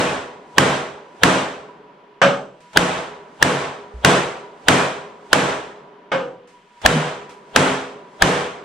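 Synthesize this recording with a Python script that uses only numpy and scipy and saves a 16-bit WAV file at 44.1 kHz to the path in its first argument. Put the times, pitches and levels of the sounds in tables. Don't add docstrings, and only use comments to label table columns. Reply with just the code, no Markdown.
import sys
import numpy as np
from scipy import signal
from scipy.fft import rfft, irfft
from scipy.io import wavfile
from scipy.ndimage import uniform_filter1d

SR = 44100
rng = np.random.default_rng(int(sys.argv[2]) if len(sys.argv) > 2 else 0)


def master_out(mix):
    frames = np.transpose(np.atleast_2d(mix))
    ceiling = np.clip(frames, -1, 1)
    pcm = np.round(ceiling * 32767).astype(np.int16)
    wavfile.write(sys.argv[1], SR, pcm)


N = 381024

# (frequency [Hz], correlation [1])
COHERENCE = [(30, 0.78), (120, 0.99), (330, 1), (600, 0.83), (1000, 0.33), (1500, 0.33), (2200, 0.42),
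             (3100, 0.64), (4800, 0.45), (7000, -0.08), (12000, -0.05)]
# (frequency [Hz], relative spectral level [dB])
YARD_SPECTRUM = [(15, -46.5), (25, -10.5), (86, -24.5), (139, -11), (191, -3.5), (415, -17), (769, -15),
                 (856, -17), (978, -6), (1150, -11), (3180, -15.5), (3830, -23), (15000, -54.5)]
RUSTLE_SPECTRUM = [(100, -9.5), (700, 1), (1800, 3), (4000, -6), (8500, -9.5), (11000, -26), (15000, -34)]
SWISH_SPECTRUM = [(30, -9), (150, -6.5), (300, -15), (560, -3.5), (900, -1), (1100, -12), (1400, -9.5),
                  (2100, -20.5), (3400, -12.5), (5000, -35.5), (9000, -37.5), (15000, -59.5)]
CONTAINER_SPECTRUM = [(50, -36), (110, -30), (145, 0.5), (450, 0.5), (1000, -1.5), (1800, -11.5),
                      (3200, -31), (5000, -33.5), (9000, -46), (15000, -64)]
JAB_SPECTRUM = [(40, -40.5), (100, -33.5), (170, -19), (340, -15), (560, -5), (900, -7.5), (1600, -5),
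                (2000, -14), (2500, -13), (3200, -16), (4200, -24.5), (6200, -30), (6900, -35), (7800, -35),
                (10000, -49.5), (15000, -67)]
CLANG_SPECTRUM = [(25, -33), (70, -12.5), (140, -7.5), (350, -2), (650, 1), (1000, 0), (1500, -1.5),
                  (2200, -7), (3300, -10.5), (4600, -18), (8000, -19.5), (10000, -27), (12000, -40),
                  (15500, -46.5)]
CRACK_SPECTRUM = [(25, -13.5), (200, -10.5), (330, -7.5), (560, -1.5), (950, -6.5), (1300, 0.5), (1680, 8),
                  (2150, -12), (2800, 0), (4500, -7.5), (8000, -14), (15000, -46)]
# (frequency [Hz], t60 [s])
JAB_DECAY = [(150, 0.98), (600, 0.5), (2000, 0.34), (5000, 0.37), (8000, 0.43), (14000, .3)]
CLANG_DECAY = [(40, 0.81), (150, 0.54), (500, 0.69), (1500, 0.61), (4000, 0.6), (8000, 0.53), (14000, 0.38)]
# (frequency [Hz], width [Hz], level of the added peak [dB])
CONTAINER_PEAKS = [(410.8, 23, 11.5), (590, 8.3, 4), (981, 35, 9)]
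BLADE_PEAKS = [(2400, 40, -9.5), (3170, 98, -18.5), (6130, 180, -12.5), (7830, 260, -10)]
DENT_PEAKS = [(758, 16, 2.5), (850, 15, -0.5), (1234, 24, 2), (1550, 14, 0.5), (2178, 28, 5), (2760, 28, 1),
              (3010, 45, -2)]
# (frequency [Hz], relative level [dB], t60 before added damping [s])
DOOR_MODES = [(94.3, -13, 0.52), (134.1, -3.5, 0.49), (141.5, -3, 0.62), (149, 1, 0.49), (179.2, 7, 0.43),
              (196.6, 0.5, .5), (250.2, 2.5, 0.42), (265.9, 0, 0.65), (300.4, 3.5, 0.4), (332.5, -1, 0.53),
              (380.6, -2, 0.52), (409, -5.5, 1), (423, -4, 0.46), (484.8, 2.5, 0.64), (490, -4.5, 0.9),
              (531, -5, .6), (549, -2, 0.4), (564, -14.5, 0.55), (624, -10, 0.85), (621.5, -4, 0.67),
              (665, -4.5, 0.43), (710, -3, 0.29), (797, -12.5, 0.47), (848, -10.5, 0.55), (975, -8, 0.84)]
# (time [s], level [dB], t60 [s])
SCUFF_EVENTS = [(2.605, -52, 0.45), (2.732, -40.5, .15), (6.474, -52.5, 0.75), (6.816, -39, 0.22),
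                (7.293, -43.5, 0.37)]
# (time [s], relative level [dB], frequency [Hz], t60 [s])
THUMP_EVENTS = [(3.939, -29, 60.2, 0.31), (6.935, -6.5, 153.5, 0.26), (6.956, -2.5, 229, 0.08),
                (8.218, -12, 40, 0.094)]
# (delay [s], relative level [dB], frequency [Hz], t60 [s])
BUCKLING = [(0.012, -18, 97.9, 0.14), (0.027, -9.5, 170.4, 0.085)]
# (time [s], force [dB], frequency favoured by the struck spot [Hz])
JAB_EVENTS = [(2.2156, -9.5, 570.4), (6.117, -18, 520)]
# (time [s], swing speed [dB], favoured frequency [Hz], puncture frequency [Hz])
STAB_EVENTS = [(-.06, 0, 255, 1710), (.582, -2, 206.5, 1695), (1.234, -1, 160, 1735),
               (2.7722, 4.5, 259.6, 1620), (3.4259, 0, 178, 1840), (4.0475, -5.5, 168, 1920),
               (4.684, -3, 271, 1660), (5.330, -5, 201, 1460), (6.861, 7.5, 150.5, 1723),
               (7.561, -2, 230, 1644), (8.2218, -0.5, 200, 1744)]


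def gain_of(db):
    return 10 ** (np.asarray(db) / 20)


def unit_rms(x):
    return x / np.sqrt(np.mean(x ** 2) + 1e-20)


def curve(points, hz):
    f, value = np.transpose(points)
    return np.interp(np.log(hz + 1), np.log(f + 1), value)


def add(mix, s, sound):
    start = round(s * SR)
    sound = sound[:, max(-start, 0):]
    part = mix[:, max(start, 0):][:, :sound.shape[1]]
    part += sound[:, :part.shape[1]]


def smooth(x, first, second):
    return uniform_filter1d(uniform_filter1d(x, first), second)


def fade(t, t60):
    return np.exp(-np.log(1000) * t / t60)


def peaks(resonances, hz):
    return 1 + sum(gain_of(db) / (1 + (2 * (hz - centre) / width) ** 2)
                   for centre, width, db in resonances)


def noise(spectrum, size, tilt_db=0, direct=0):
    hz = np.fft.rfftfreq(size, 1 / SR)
    common, apart = rfft(rng.standard_normal((2, size)))
    coherence = np.clip(direct + (1 - direct) * curve(COHERENCE, hz), -1, 1)
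    mid, side = common * np.sqrt(1 + coherence), apart * np.sqrt(1 - coherence)
    octaves = np.log2(np.maximum(hz, 250) / 1000)
    colour = gain_of(curve(spectrum, hz) + tilt_db * octaves)
    return unit_rms(irfft(np.array([mid + side, mid - side]) * colour, size))


def yard(wash_db=-57):
    return gain_of(wash_db) * noise(YARD_SPECTRUM, N)


def far_whine(whine_hz=972, whine_db=-57, flicker_db=5.5, waver=0.0084):
    swell, drift = (unit_rms(smooth(z, 1700, 1200)) for z in rng.standard_normal((2, N)))
    turns = np.cumsum(whine_hz * (1 + waver * drift)) / SR
    flicker = gain_of(flicker_db * np.minimum(swell, 2))
    return gain_of(whine_db) * unit_rms(flicker * np.sin(2 * np.pi * turns))


def scuffs():
    out, t = np.zeros((2, N)), np.arange(SR // 2) / SR
    for s, db, t60 in SCUFF_EVENTS:
        add(out, s, gain_of(db) * noise(RUSTLE_SPECTRUM, len(t), tilt_db=0.5) * fade(t, t60))
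    return out


def thumps(rock_db=-26, rock_db_per_db=1.7, rock_hz=43, rock_t60=0.15):
    out, t = np.zeros((2, N)), np.arange(SR // 2) / SR
    rocks = [(s, rock_db + rock_db_per_db * speed_db, rock_hz, rock_t60)
             for s, speed_db, *_ in STAB_EVENTS]
    buckles = [(s + delay, db, hz, t60) for s, *_ in STAB_EVENTS for delay, db, hz, t60 in BUCKLING]
    for s, db, hz, t60 in rocks + buckles + THUMP_EVENTS:
        push = np.sin(2 * np.pi * hz * t) * (1 - np.exp(-t / 0.011)) * fade(t, t60)
        add(out, s, 2 * gain_of(db) * np.array([push, push]))
    return out


def swings(swish_db=-18, swish_rise_s=0.064, sleeve_db=-50, sleeve_rise_s=0.73):
    out, to_contact = np.zeros((2, N)), np.arange(SR // 4)[::-1] / SR
    for s, speed_db, *_ in STAB_EVENTS:
        blade = noise(SWISH_SPECTRUM, len(to_contact)) * fade(to_contact, swish_rise_s)
        sleeve = noise(RUSTLE_SPECTRUM, len(to_contact)) * fade(to_contact, sleeve_rise_s)
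        add(out, s - to_contact[0], gain_of(swish_db + speed_db) * blade + gain_of(sleeve_db) * sleeve)
    return out


def skids(skid_db=-24, skid_db_per_db=2, skid_s=0.0115):
    out, t = np.zeros((2, N)), np.arange(2048) / SR
    envelope = (1 - np.exp(-t / 0.0011)) * np.exp(-(t / skid_s) ** 4)
    for s, speed_db, *_ in STAB_EVENTS:
        grate = noise(SWISH_SPECTRUM, len(t)) * envelope
        add(out, s - skid_s, gain_of(skid_db + skid_db_per_db * speed_db) * grate)
    return out


def container_ring(t60=3.46):
    t, hz = np.arange(2 * SR) / SR, np.fft.rfftfreq(2 * SR, 1 / SR)
    hum = irfft(rfft(noise(CONTAINER_SPECTRUM, len(t))) * peaks(CONTAINER_PEAKS, hz))
    return unit_rms(hum) * fade(t, t60)


def mode_bunches(ripple_db=1.5):
    hz = np.fft.rfftfreq(SR, 1 / SR)
    ripple = smooth(rng.standard_normal(len(hz)), 22, 14)
    ripple = unit_rms(ripple - uniform_filter1d(ripple, 120))
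    return gain_of(ripple_db * ripple) * peaks(BLADE_PEAKS, hz)


def clang(spectrum, decays, response, tilt_db, flicker_db, direct=0):
    modes = unit_rms(irfft(rfft(noise(spectrum, SR, tilt_db, direct)) * response))
    hz, t, bands = signal.stft(modes, SR, nperseg=512, noverlap=384)
    patches = uniform_filter1d(rng.standard_normal(bands.shape[1:]), 4, axis=0)
    flicker = unit_rms(uniform_filter1d(patches, 5, axis=1))
    bands = bands * fade(t, curve(decays, hz)[:, None]) * gain_of(flicker_db * flicker)
    return signal.istft(bands, SR, nperseg=512, noverlap=384)[1][:, :SR]


def door_modes(spot_hz, favour_db, spot_width, damping, swell_s, spread_db=2.5, detune=0.004):
    hz, db, t60 = np.transpose(DOOR_MODES)[:, :, None]
    t = np.arange(SR) / SR
    strength, shift, turn, side = rng.standard_normal((len(DOOR_MODES), 4)).T[:, :, None]
    favoured = np.exp(-(np.log(hz / spot_hz) / spot_width) ** 2)
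    level = gain_of(db + spread_db * strength + favour_db * favoured)
    envelopes = level / np.linalg.norm(level) * fade(t * damping, t60)
    phase = 2 * np.pi * (hz * (1 + detune * shift) * t + turn)
    stereo_phase = side * np.arccos(np.clip(curve(COHERENCE, hz), -1, 1)) / 2
    ring = np.array([(envelopes * np.sin(phase + way * stereo_phase)).sum(0) for way in (-1, 1)])
    return ring * (1 - np.exp(-t / swell_s))


def jabs(response, press_s=0.063, contact_s=0.00064, ring_db=3.5, modes_db=8.5):
    out, t = np.zeros((2, N)), np.arange(SR) / SR
    build = (1 - 0.27 * np.exp(-t / press_s)) * (1 - np.exp(-t / contact_s))
    dented = response * peaks(DENT_PEAKS + BLADE_PEAKS, np.fft.rfftfreq(SR, 1 / SR))
    for s, force_db, spot_hz in JAB_EVENTS:
        tilt_db = 3 + 0.2155 * force_db
        ring = clang(JAB_SPECTRUM, JAB_DECAY, dented, tilt_db, flicker_db=-0.5, direct=0.24) * build
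        note = door_modes(spot_hz, favour_db=26, spot_width=0.07, damping=1.26, swell_s=0.041)
        add(out, s, gain_of(force_db) * (gain_of(ring_db) * ring + gain_of(modes_db) * note))
    return out


def crack(pop_hz, tear_db=1.7, pop_db=2, length_s=0.0037):
    t = np.arange(2048) / SR
    envelope = np.exp(-(t / length_s) ** 4) * (1 - np.exp(-t / 0.00026))
    tear = gain_of(tear_db) * noise(CRACK_SPECTRUM, len(t), direct=0.57)
    pop = gain_of(pop_db) * np.sin(2 * np.pi * pop_hz * t)
    return (tear + pop) * envelope


def stabs(response, crack_db_per_db=0.23, clang_db=-4.5, modes_db=-1, container_db=-35):
    out = np.zeros((2, N))
    for s, speed_db, spot_hz, pop_hz in STAB_EVENTS:
        add(out, s, gain_of(crack_db_per_db * speed_db) * crack(pop_hz))
        ring = clang(CLANG_SPECTRUM, CLANG_DECAY, response, tilt_db=0.55, flicker_db=1)
        modes = door_modes(spot_hz, favour_db=1.5, spot_width=0.1, damping=1.202, swell_s=0.017)
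        add(out, s, gain_of(clang_db) * ring + gain_of(modes_db) * modes)
        add(out, s, gain_of(container_db) * container_ring())
    return out


def scene():
    response = mode_bunches()
    blows = stabs(response) + swings() + skids() + jabs(response)
    return (blows + thumps() + scuffs() + yard() + far_whine()) * gain_of([[-0.25], [0.25]])


def record(dry, threshold_db=-6, depth_db=12, recovery_db_per_s=55, start_db=7.5, edge_hz=15800):
    power = signal.lfilter(np.ones(88) / 88, 1, (dry ** 2).mean(0))
    over_db = np.clip(10 * np.log10(power + 1e-12) - threshold_db, 0, depth_db)
    recovery_db = np.arange(N) * recovery_db_per_s / SR
    held_db = np.maximum.accumulate(np.maximum(over_db + recovery_db, start_db)) - recovery_db
    late_db = np.pad(uniform_filter1d(held_db, 80), (176, 0), "edge")[:N]
    saturated = np.clip(dry * gain_of(-late_db), -1, 1)
    low_pass = signal.firwin(255, edge_hz, window=("kaiser", 7), fs=SR)
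    return signal.oaconvolve(saturated, low_pass[None], "same")


dry = scene()
out = record(dry)
master_out(out)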